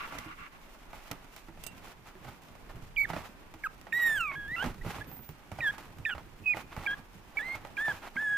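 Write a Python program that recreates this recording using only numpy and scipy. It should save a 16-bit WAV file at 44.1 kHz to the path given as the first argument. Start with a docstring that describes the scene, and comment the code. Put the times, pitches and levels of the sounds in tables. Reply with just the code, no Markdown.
"""A puppy whining in a wire pen.

Thin, whistle-like cries sound close to a hand-held camera in a small room. Most start as a high squeak,
then break to a lower register; a few turn hoarse as the voice vibrates irregularly, and one is only air
whistling through the nose. Paws tap, thump and rustle on a paper pad and set the floor booming,
something scrapes at the start, and the pen's wire ticks and rings."""
import sys
import numpy as np
from scipy import signal
from scipy.fft import rfft, irfft
from scipy.io import wavfile
from scipy.ndimage import uniform_filter1d

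SR = 44100
rng = np.random.default_rng(int(sys.argv[2]) if len(sys.argv) > 2 else 0)


def persist_wave(psi):
    """Save psi, clipped to +-1, as 16-bit WAV."""
    counts = np.round(np.clip(psi, -1, 1) * 32767).astype(np.int16)
    wavfile.write(sys.argv[1], SR, np.atleast_2d(counts).T)


N = 369116
T = np.arange(N) / SR
FREQS = np.fft.rfftfreq(N, 1 / SR)
TOP_HZ = 15200
OPPOSITE_EARS = np.array([[1], [-1]])

# spectrum of the vibrating floor: frequency_hz, level_db
FLOOR_SPECTRUM = [(25, -25), (55, -0.5), (90, 1), (170, -0.5), (240, -7), (330, -7.5), (500, -16.5),
                  (1000, -41.5)]
# spectrum of rustling paper: frequency_hz, level_db
PAPER_SPECTRUM = [(1200, 2), (2500, 8.5), (4000, 1), (6000, 0), (9000, -4.5), (11000, -4), (13500, -3),
                  (15500, -4)]
# resonances of the pad and the floor under it: frequency_hz, width_hz, level_db
PAD_MODES = [(348, 550, -10.5), (657, 314, -0.5), (848, 206, -2), (1172, 405, -2.5), (1766, 430, -12),
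             (2300, 140, -30)]


def undb(db):
    """Amplitude ratio of a level in decibels."""
    return 10 ** (np.asarray(db) / 20)


def unit(x):
    """Normalisation to an rms of 1."""
    return x / np.sqrt(np.mean(x ** 2))


def colour(spectrum, hz):
    """Gain of a (frequency_hz, level_db) spectrum, interpolated over log frequency."""
    knots_hz, db = np.transpose(spectrum)
    return undb(np.interp(np.log(hz + 1), np.log(knots_hz), db))


def shaped(x, spectrum):
    """Spectral filtering of a noise, to an rms of 1."""
    return unit(irfft(rfft(x) * colour(spectrum, FREQS), N))


def wander(hz):
    """Random modulation: noise low-passed near hz, with an rms of 1."""
    return shaped(rng.standard_normal(N), [(hz / 2, 0), (hz, -6), (hz * 4, -60), (hz * 8, -120)])


def gate(start, end, edge):
    """Window from start to end with raised-cosine edges; all in seconds."""
    return np.sin(np.pi / 2 * np.clip(np.minimum(T - start, end - T) / edge + .5, 0, 1)) ** 2


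def swell(middle, length):
    """Envelope of a push that grows and fades around its middle."""
    return gate(middle - length / 2, middle + length / 2, length / 2)


def impact(start, t60, rise_s):
    """Envelope of a damped contact: a quick rise, then exponential decay."""
    envelope = np.zeros(N)
    on = (T > start) & (T < start + .5)
    age = T[on] - start
    envelope[on] = (1 - np.exp(-age / rise_s)) * np.exp(-np.log(1000) * age / t60)
    return envelope


def pan(x, db):
    """Interaural level difference, left minus right."""
    return x * undb(db * OPPOSITE_EARS / 2)


def grain_sizes(grain_db):
    """Heavy-tailed amplitudes: many small grains and a few large ones."""
    return undb(grain_db * np.minimum(rng.exponential(size=N), 7))


def stereo_noise(spectrum, width, grain_db=0):
    """Coloured noise, decorrelated between the ears by width; grain_db makes it crackle."""
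    sizes = grain_sizes(grain_db)
    mid, side = (shaped(sizes * rng.standard_normal(N), spectrum) for _ in range(2))
    return mid + width * side * OPPOSITE_EARS


def slips(width, grain_db):
    """Stick-slip friction: dense tiny impulses of uneven size, for two ears."""
    mid, side = rng.standard_normal((2, N)) * grain_sizes(grain_db)
    return unit(mid) + width * unit(side) * OPPOSITE_EARS


def resonate(x, modes):
    """Forced response of parallel resonances; white noise keeps its level."""
    response = sum(undb(db) / (1 + 1j * (FREQS ** 2 - hz ** 2) / (1.55 * width * FREQS + 1)) ** 2
                   for hz, width, db in modes)
    return irfft(rfft(x) * response / np.sqrt(np.mean(np.abs(response) ** 2)), N)


def room_tone(level_db=-57):
    """Ambient noise, more coherent between the ears in the bass than in the treble."""
    # spectrum of the quiet room: frequency_hz, level_db
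    spectrum = [(12, -39), (20, 11.5), (42, 5), (87, -16.5), (256, -3), (497, -9.5), (865, -7.5),
                (1080, -9.5), (2410, -18), (7300, -39.5), (10200, -37.5), (13800, -37.5), (15000, -47)]
    mid, side = (shaped(rng.standard_normal(N), spectrum) for _ in range(2))
    side = irfft(rfft(side) * colour([(50, -5.5), (700, -4.0), (4000, 1.5)], FREQS), N)
    return pan((mid + side * OPPOSITE_EARS) * undb(level_db + 1.56 * wander(5.5)), -1.6)


def handling(grip_db=-63):
    """Structure-borne sound: the hand shifts on the camera body."""
    # shifts of the hand: middle_s, length_s, level_db
    shifts = [(0.1, 0.2, -62), (0.918, 0.17, -59), (1.57, 0.28, -58), (2.89, 0.48, -52.5),
              (4.195, 0.05, -47), (4.685, .1, -44), (4.848, 0.082, -45), (6.796, 0.069, -52)]
    push = undb(grip_db) + sum(undb(db) * swell(s, length) for s, length, db in shifts)
    spectrum = [(12, -0.5), (28, 4.5), (55, -5.0), (85, -12.0), (160, -25), (500, -70.0)]
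    return pan(push * stereo_noise(spectrum, .25), -2.5)


def floor_rumble(uneven_db=3.5):
    """Forced vibration: the floor rumbles unevenly as the puppy shifts its weight."""
    # course of the rumble: time_s, level_db
    contour = [(0.0, -64), (1.42, -69), (1.72, -62.5), (2.58, -62), (2.77, -61), (3.01, -59.5), (3.59, -63),
               (4.48, -55.5), (4.85, -48.5), (5.29, -69), (5.66, -55), (7.34, -63), (7.53, -60), (8.0, -60),
               (8.37, -66)]
    level_db = np.interp(T, *np.transpose(contour)) + uneven_db * wander(14.7)
    return pan(undb(level_db) * stereo_noise(FLOOR_SPECTRUM, 0.26), -5.1)


def scrape(hiss_db=-18):
    """Stick-slip friction excites a few broad resonances, under a thin hiss."""
    # strokes of the scrape: middle_s, length_s, level_db
    strokes = [(0.012, 0.09, -41.5), (0.167, 0.15, -50), (0.302, 0.083, -50.5), (0.427, 0.1, -50.5),
               (0.541, .06, -59)]
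    # resonances of the scraped object: frequency_hz, width_hz, level_db
    modes = [(1170, 140, 9), (1360, 110, 8.5), (1740, 190, 0), (2080, 550, 2), (2660, 79, 0)]
    push = sum(undb(db) * swell(s, length) for s, length, db in strokes) * undb(1.3 * wander(46))
    body = resonate(slips(1.0, grain_db=1.5) * push, modes)
    hiss = undb(hiss_db) * push * stereo_noise(PAPER_SPECTRUM, 1.0, grain_db=4)
    return pan(body + hiss, -1.7)


def pen_wire(ring_db=-12, click_t60=0.031):
    """Free vibration: after a sharp click, thin wire rings briefly in inharmonic modes."""
    # ticks on the pen: start_s, level_db
    ticks = [(1.637, -43.5), (1.665, -37)]
    # modes of the wire: frequency_hz, level_db, t60_s
    modes = [(2720, -2.5, 0.24), (2887, -6, 0.15), (3800, -18, 0.16), (4800, -9, 0.11), (5760, -21, 0.055),
             (6480, -4, 0.066), (7800, -1, 0.094), (8820, 3.5, 0.07), (10700, -15, .03), (13200, 5, .03),
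             (14250, 1, .05)]
    ring = sum(undb(mode_db + tick_db) * impact(s, t60, 0.00017) * np.sin(2 * np.pi * hz * T)
               for hz, mode_db, t60 in modes for s, tick_db in ticks)
    envelope = sum(undb(db) * impact(s, click_t60, 0.00061) for s, db in ticks)
    click = envelope * stereo_noise([(500, 10.5), (2500, 8), (9000, 5.5), (15000, 4)], 0.74)
    return pan(click + undb(ring_db) * ring, -16.0)


def scuffs(fidget_rub_db=-66.5, fidget_paper_db=-65.5, uneven_db=2.12):
    """Sliding friction: paws and fur rub in uneven slips, ringing the pad and rasping its paper."""
    # slides on the pad: middle_s, length_s, rub_db, paper_db
    slides = [(0.086, 0.28, -54.5, -64), (1.015, 0.17, -61.5, -66.5), (1.365, 0.075, -61.5, -61),
              (1.627, 0.054, -62, -59), (1.879, 0.1, -56, -59.5), (2.089, 0.057, -55, -65),
              (2.28, 0.12, -56, -67), (2.707, 0.027, -53.5, -72), (3.167, 0.18, -48.5, -58),
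              (4.05, 0.2, -51.5, -61), (4.322, 0.061, -51, -87), (4.647, 0.16, -46, -56),
              (4.921, 0.15, -47, -55.5), (5.702, 0.31, -54, -65), (6.588, 0.062, -47, -55),
              (6.726, 0.02, -56, -74), (6.844, 0.24, -50, -62.5), (7.482, 0.27, -52.5, -67.5),
              (7.8, 0.054, -47.5, -54.5), (7.915, 0.14, -49, -55.5), (8.055, 0.059, -47.5, -63),
              (8.27, 0.24, -58.5, -72)]
    # spectrum of the rubbing: frequency_hz, level_db
    rub_spectrum = [(150, -13), (300, 0), (420, -3.5), (560, -14.5), (800, 2.5), (1050, 0.5), (1500, -1.5),
                    (2500, -8), (4000, -16), (8000, -37)]
    push = undb(fidget_rub_db) + sum(undb(db) * swell(s, length) for s, length, db, _ in slides)
    rasp = undb(fidget_paper_db) + sum(undb(db) * swell(s, length) for s, length, _, db in slides)
    rub = undb(-2) * push * stereo_noise(rub_spectrum, 0.26, grain_db=4.0)
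    pad = undb(-5) * resonate(push * slips(0.13, grain_db=3.5), PAD_MODES)
    unevenness = undb(uneven_db * wander(27))
    paper = undb(-1) * rasp * stereo_noise(PAPER_SPECTRUM, 1.0, grain_db=3.0)
    return pan(unevenness * (rub + pad + paper), -2.6)


def light_steps(per_s=3.3, scatter_db=2):
    """Random impacts: rows of start_s, tap_db, thump_db, thump_hz, paper_db."""
    chance = rng.random((int(per_s * T[-1]), 5))
    starts = chance[:, 0] * T[-1]
    scatter = np.sqrt(12) * (chance[:, 1:] - .5)  # unit variance
    return [(s, -56.5 + scatter_db * tap, -51.5 + scatter_db * thump,
             191.3 * 2 ** (pitch / 2), -58 + scatter_db * paper)
            for s, (tap, thump, pitch, paper) in zip(starts, scatter)]


def paws(knock_centre_hz=725, hardness_db_per_octave=26):
    """Impact excitation: each paw knocks the pad, crackles its paper and sets the floor booming."""
    # firm paw contacts: start_s, tap_db, thump_db, thump_hz, paper_db
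    firm_steps = [(0.123, -46, -44, 293, -53), (0.151, -50, -45.5, 287, -52), (0.185, -56, -45, 244, -36.5),
                  (0.26, -52, -40, 315, -79), (0.746, -53, -60, 80, -73), (0.93, -44, -53, 149, -55),
                  (1.104, -49.5, -47, 270, -70), (1.113, -42, -40, 287.5, -35.5),
                  (1.363, -57, -62, 170, -43), (1.484, -49, -44, 330, -72), (2.152, -56, -44.5, 375, -67),
                  (2.246, -48, -37.5, 129.5, -53), (2.279, -58, -43.5, 178, -73),
                  (2.748, -60, -42, 119, -75), (2.823, -67, -43, 92, -53), (3.101, -36, -35, 163.4, -65),
                  (3.133, -35, -41, 184, -64), (3.164, -37, -34.5, 89, -71), (3.539, -49.5, -44, 320, -49),
                  (3.868, -44.5, -71, 300, -65), (4.095, -42.5, -52.5, 118, -49),
                  (4.163, -49, -46, 99, -52), (4.626, -36, -58, 100, -46), (4.641, -33.5, -31, 250.5, -44),
                  (4.66, -43, -30, 229, -46), (4.847, -45, -31.5, 76.6, -62), (4.863, -44, -35, 169.4, -54),
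                  (4.984, -48, -37, 108, -64), (5.077, -60, -38.5, 151, -76), (5.19, -55, -44, 223, -68),
                  (5.29, -52.5, -38.5, 150, -48), (5.516, -43, -37, 93, -51), (5.587, -39, -39.5, 133, -66),
                  (5.781, -47.5, -52.5, 335, -45.5), (5.992, -70, -42.5, 127, -72),
                  (6.15, -42.5, -39.5, 72, -57), (6.18, -42.5, -59, 81, -59), (6.21, -73, -51, 145, -73),
                  (6.545, -41.5, -42, 330, -66), (6.569, -38.5, -44.5, 213, -45),
                  (6.765, -39, -53, 254, -51), (6.774, -56, -33.5, 87, -58), (7.551, -43, -42.5, 99, -45),
                  (7.649, -42.5, -63, 97, -51), (7.881, -34, -42, 147, -60), (7.931, -52, -42.5, 96, -62),
                  (8.157, -46.5, -40, 249, -68)]
    tap, knock, thump, boom, crackle = np.zeros((5, N))
    for s, tap_db, thump_db, thump_hz, paper_db in firm_steps + light_steps():
        claw = undb(tap_db + 4) * impact(s, 0.017, 0.00059)
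        sole = undb(tap_db - 2) * impact(s, 0.14, 0.00015)
        tap += claw + sole
        settling = undb(-17) * impact(s, .16, .004)
        crackle += undb(paper_db) * (impact(s, 0.021, 0.00043) + settling)
        shock = undb(thump_db) * impact(s, 0.18, 0.0011)
        thump += shock
        on = shock > 0
        age = T[on] - s
        boom[on] += shock[on] * np.sin(2 * np.pi * thump_hz * age)  # the pitch depends on the spot
        # a claw-first contact rings higher than a heavy, flat one
        hardness_db = np.clip(tap_db - thump_db, -11, 5.5)
        knock_hz = knock_centre_hz * 2 ** (hardness_db / hardness_db_per_octave)
        knock[on] += undb(tap_db) * impact(s, 0.024, 0.0002)[on] * np.sin(2 * np.pi * knock_hz * age)
    pad = undb(3) * knock + undb(-2) * resonate(tap * slips(0.31, grain_db=-2.5), PAD_MODES)
    floor = undb(-2) * boom + undb(-6) * thump * stereo_noise(FLOOR_SPECTRUM, 0.11)
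    paper = undb(1) * crackle * stereo_noise(PAPER_SPECTRUM, 1.0, grain_db=4.0)
    return pan(pad + floor + paper, -4.5)


def nose_whistle(waver=.004, air_db=-7):
    """Flow tone: air through the nostrils makes a very high, unsteady whistle in a band of hiss."""
    # course of the whistle: time_s, pitch_hz, level_db
    contour = [(5.07, 12700, -66), (5.10, 14300, -58), (5.14, 14700, -52), (5.17, 14620, -53),
               (5.20, 14480, -57), (5.24, 14750, -56), (5.28, 14800, -62), (5.32, 14950, -64)]
    s, hz, db = np.transpose(contour)
    phase = 2 * np.pi * np.cumsum(np.interp(T, s, hz) * (1 + waver * wander(300))) / SR
    air_spectrum = [(10000, -50), (12400, -20), (13200, -2), (15000, 7), (17000, -30)]
    air = undb(air_db) * stereo_noise(air_spectrum, 0.99)
    tone = np.sqrt(2) * np.sin(phase) * undb(2 * wander(120))
    return pan((tone + air) * undb(np.interp(T, s, db)) * gate(s[0], s[-1], .01), -11.0)


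def whines(jitter=0.0071, shimmer_db=0.92, rasp_hz=380, strain_swell_db=5, rolloff_db=5.5):
    """Source and filter: a nearly pure voice whose harmonics are coloured by throat and muzzle."""
    # cries: pan_db, left_lead_rad, strain_db, mouth_db, contour of (time_s, pitch_hz, level_db)
    cries = [ (-7.5, -0.75, -3.5, 0, [(2.967, 2390, -31.5), (2.985, 2262, -28.5), (3.019, 2270, -27.5),
             (3.037, 2236, -32), (3.045, 2150, -34.5), (3.051, 1740, -39), (3.057, 1800, -31)]),
             (-2.5, -0.65, 3, -13, [(3.64, 1694, -31.5), (3.656, 1555, -35.5), (3.666, 1267, -33),
             (3.672, 1260, -28.5)]), (-5, 0.14, 3.5, 3, [(3.927, 1830, -28.5), (3.933, 1860, -30),
             (3.985, 1940, -30), (4.059, 1873, -25.5), (4.127, 1760, -30), (4.139, 1778, -32),
             (4.171, 1636, -30.5), (4.197, 1450, -37.5), (4.207, 1389, -32.5), (4.249, 1269, -40),
             (4.303, 1110, -42.5), (4.321, 1080, -48.5), (4.345, 1102, -49), (4.353, 1119, -46)]),
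             (-2, -0.62, -19, 0, [(4.355, 1637, -40), (4.377, 1682, -40), (4.467, 1630, -42),
             (4.483, 1706, -43), (4.535, 1971, -34.5), (4.558, 2030, -32.5)]),
             (-6.5, .3, -22, 4, [(4.563, 1396, -41), (4.575, 1306, -42), (4.601, 1440, -37),
             (4.636, 1630, -32.5)]), (-5, -.1, -15, -3, [(4.813, 1910, -50), (4.821, 1920, -46),
             (4.827, 1980, -61)]), (-5, -0.99, -13, 1, [(5.009, 1610, -45), (5.017, 1707, -39.5),
             (5.027, 1750, -47)]), (-3, -0.52, -6, 5, [(5.613, 1940, -36.5), (5.681, 1643, -26.5),
             (5.695, 1646, -32), (5.71, 1710, -32.5)]), (-5.5, -0.36, -3.5, 4.5, [(6.057, 1880, -31),
             (6.069, 1764, -31), (6.083, 1730, -36), (6.111, 1530, -36.5), (6.131, 1407, -39.5),
             (6.139, 1400, -36.5)]), (-8.5, -0.67, -15.5, -7, [(6.459, 2560, -37), (6.465, 2550, -27.5),
             (6.483, 2552, -27.5), (6.495, 2472, -27.5), (6.531, 2436, -31), (6.541, 1950, -33.5)]),
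             (-1, .66, -24, 4, [(6.872, 1680, -34), (6.882, 1597, -31.5), (6.938, 1663, -33.5),
             (6.946, 1650, -41)]), (-5.5, 0.41, -2, 3, [(7.391, 1723, -35), (7.407, 1693, -37.5),
             (7.445, 2036, -41.5), (7.515, 2118, -37), (7.553, 2164, -39)]),
             (-2.5, 0.38, -4, -1.5, [(7.776, 1617, -35), (7.79, 1628, -31), (7.82, 1760, -33),
             (7.852, 1788, -32), (7.898, 1715, -31.5), (7.921, 1580, -32)]),
             (-2, 0.22, -7, -8, [(8.169, 1571, -33.5), (8.177, 1584, -31.5), (8.201, 1730, -33.5),
             (8.233, 1734, -34), (8.277, 1676, -30.5), (8.321, 1682, -30.5), (8.362, 1636, -29)]), ]
    # squeaks that open the cries: start_s, length_s, pitch_hz, level_db
    onsets = [(2.963, 0.0015, 2960, -36.5), (3.637, 0.004, 2195, -37), (3.924, .002, 2420, -34),
              (5.606, 0.0041, 2440, -32), (6.052, 0.0039, 2480, -26.5), (6.439, 0.03, 2590, -53),
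              (6.863, 0.0086, 2350, -31), (7.371, 0.019, 2274, -30.5), (7.769, 0.0055, 2380, -38),
              (8.165, 0.0037, 2140, -35.5)]
    # hoarse stretches: start_s, end_s, roughness (0 to 1)
    hoarse = [(4, 4.04, 0.07), (4.313, 4.328, 0.8), (4.329, 4.362, 0.14), (4.57, 4.585, 0.28),
              (4.577, 4.637, 0.1), (6.093, 6.114, 0.5), (7.41, 7.555, 0.04)]
    # throat resonance, lifting the second harmonic as the pitch falls: frequency_hz, gain_db
    throat = [(2150, 1), (2450, 0.5), (2800, -5), (3200, -16), (3500, -23), (4000, -25), (4500, -30.5),
              (5000, -33.5)]
    # throat and muzzle filter of the upper harmonics: frequency_hz, gain_db
    muzzle = [(3200, -27), (4500, -35.5), (5600, -37.5), (7200, -32), (8000, -32), (8800, -28),
              (10300, -52), (11800, -37.5), (13300, -15.5), (15000, -33)]
    rough = sum(amount * gate(start, end, 0.0028) for start, end, amount in hoarse)
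    bend = 1 + jitter * wander(184) + 0.067 * rough * wander(rasp_hz)
    shake = undb(shimmer_db * wander(70)) * (1 + 0.78 * rough * wander(rasp_hz))
    flicker_db = 2.4 * wander(60)
    fray = 0.016 * wander(800)  # turbulence smears each harmonic more than the one below
    air_spectrum = [(1000, 5), (2500, 12), (5000, -25), (8500, 2), (10500, -27), (13200, 6), (15000, 0)]
    air = undb(-45) * stereo_noise(air_spectrum, .6)
    nose_air = undb(-56) * stereo_noise([(9000, -41), (11500, -10), (13200, -1), (15000, -0.5)], .75)
    squeaks = [(-7, -0.71, -8, -3, [(s, hz, db), (s + length, hz, db)])  # laid out like the cries
               for s, length, hz, db in onsets]
    voice = np.zeros((2, N))
    for pan_db, lead, strain_db, mouth_db, contour in cries + squeaks:
        s, pitches, levels = np.transpose(contour)
        end = s[-1] if s[-1] < T[-1] - .02 else T[-1] + .01  # the last cry is held to the end
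        on = (T > s[0] - .01) & (T < end + .01)
        hz, db = np.interp(T[on], s, pitches), np.interp(T[on], s, levels)
        arch = np.sin(np.linspace(0, np.pi, len(hz))) ** 2 - .5  # strain peaks halfway through a cry
        strain = undb(strain_db + strain_swell_db * arch + flicker_db[on])
        bent_hz = uniform_filter1d(hz, size=220) * bend[on]
        phase = 2 * np.pi * np.cumsum(bent_hz) / SR + lead * OPPOSITE_EARS / 2
        tone = np.sin(phase) + undb(mouth_db) * colour(throat, 2 * hz) * np.sin(2 * phase)
        # period doubling: hoarseness adds odd multiples of half the pitch
        tone += 0.47 * rough[on] * (np.sin(3 * phase / 2) + .5 * np.sin(phase / 2))
        frayed_phase = phase + np.sqrt(strain) * fray[on]
        for k in range(3, 11):
            # the highest harmonics die away unless the voice is strained
            source = strain ** (k / 5) * undb(-rolloff_db * max(k - 5, 0))
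            tone += source * colour(muzzle, k * hz) * (k * hz < TOP_HZ) * np.sin(k * frayed_phase)
        effort = undb(db + 0.63)
        voiced = effort * np.sqrt(2) * tone * shake[on]
        breath = np.sqrt(effort) * (strain * air[:, on] + nose_air[:, on])
        voice[:, on] += pan(gate(s[0], end, 0.0019)[on] * (voiced + breath), pan_db)
    return voice


def room(x, wet_db=-20, t60=0.4, dull_hz=5000):
    """Reverberation: short, soft reflections of a cluttered room, different at each ear."""
    t = T[:SR // 2]
    tail = rng.standard_normal((2, len(t))) * np.exp(-np.log(1000) * t / t60) * (t > .003)
    tail /= np.sqrt(np.sum(tail ** 2, axis=1, keepdims=True))
    tail = signal.sosfilt(signal.butter(1, dull_hz, fs=SR, output="sos"), tail)
    return x + undb(wet_db) * signal.fftconvolve(x, tail, axes=1)[:, :N]


def scene():
    """Superposition: the puppy and its movements in the room, over handling noise and room tone."""
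    background = room_tone()
    airborne = whines() + nose_whistle() + paws() + scuffs() + floor_rumble() + scrape() + pen_wire()
    return room(airborne) + handling() + background


def record(dry):
    """Band limiting: a steep low-pass filter cuts the highest treble."""
    return signal.sosfilt(signal.ellip(10, .2, 70, TOP_HZ, fs=SR, output="sos"), dry)


dry = scene()
out = record(dry)
persist_wave(out)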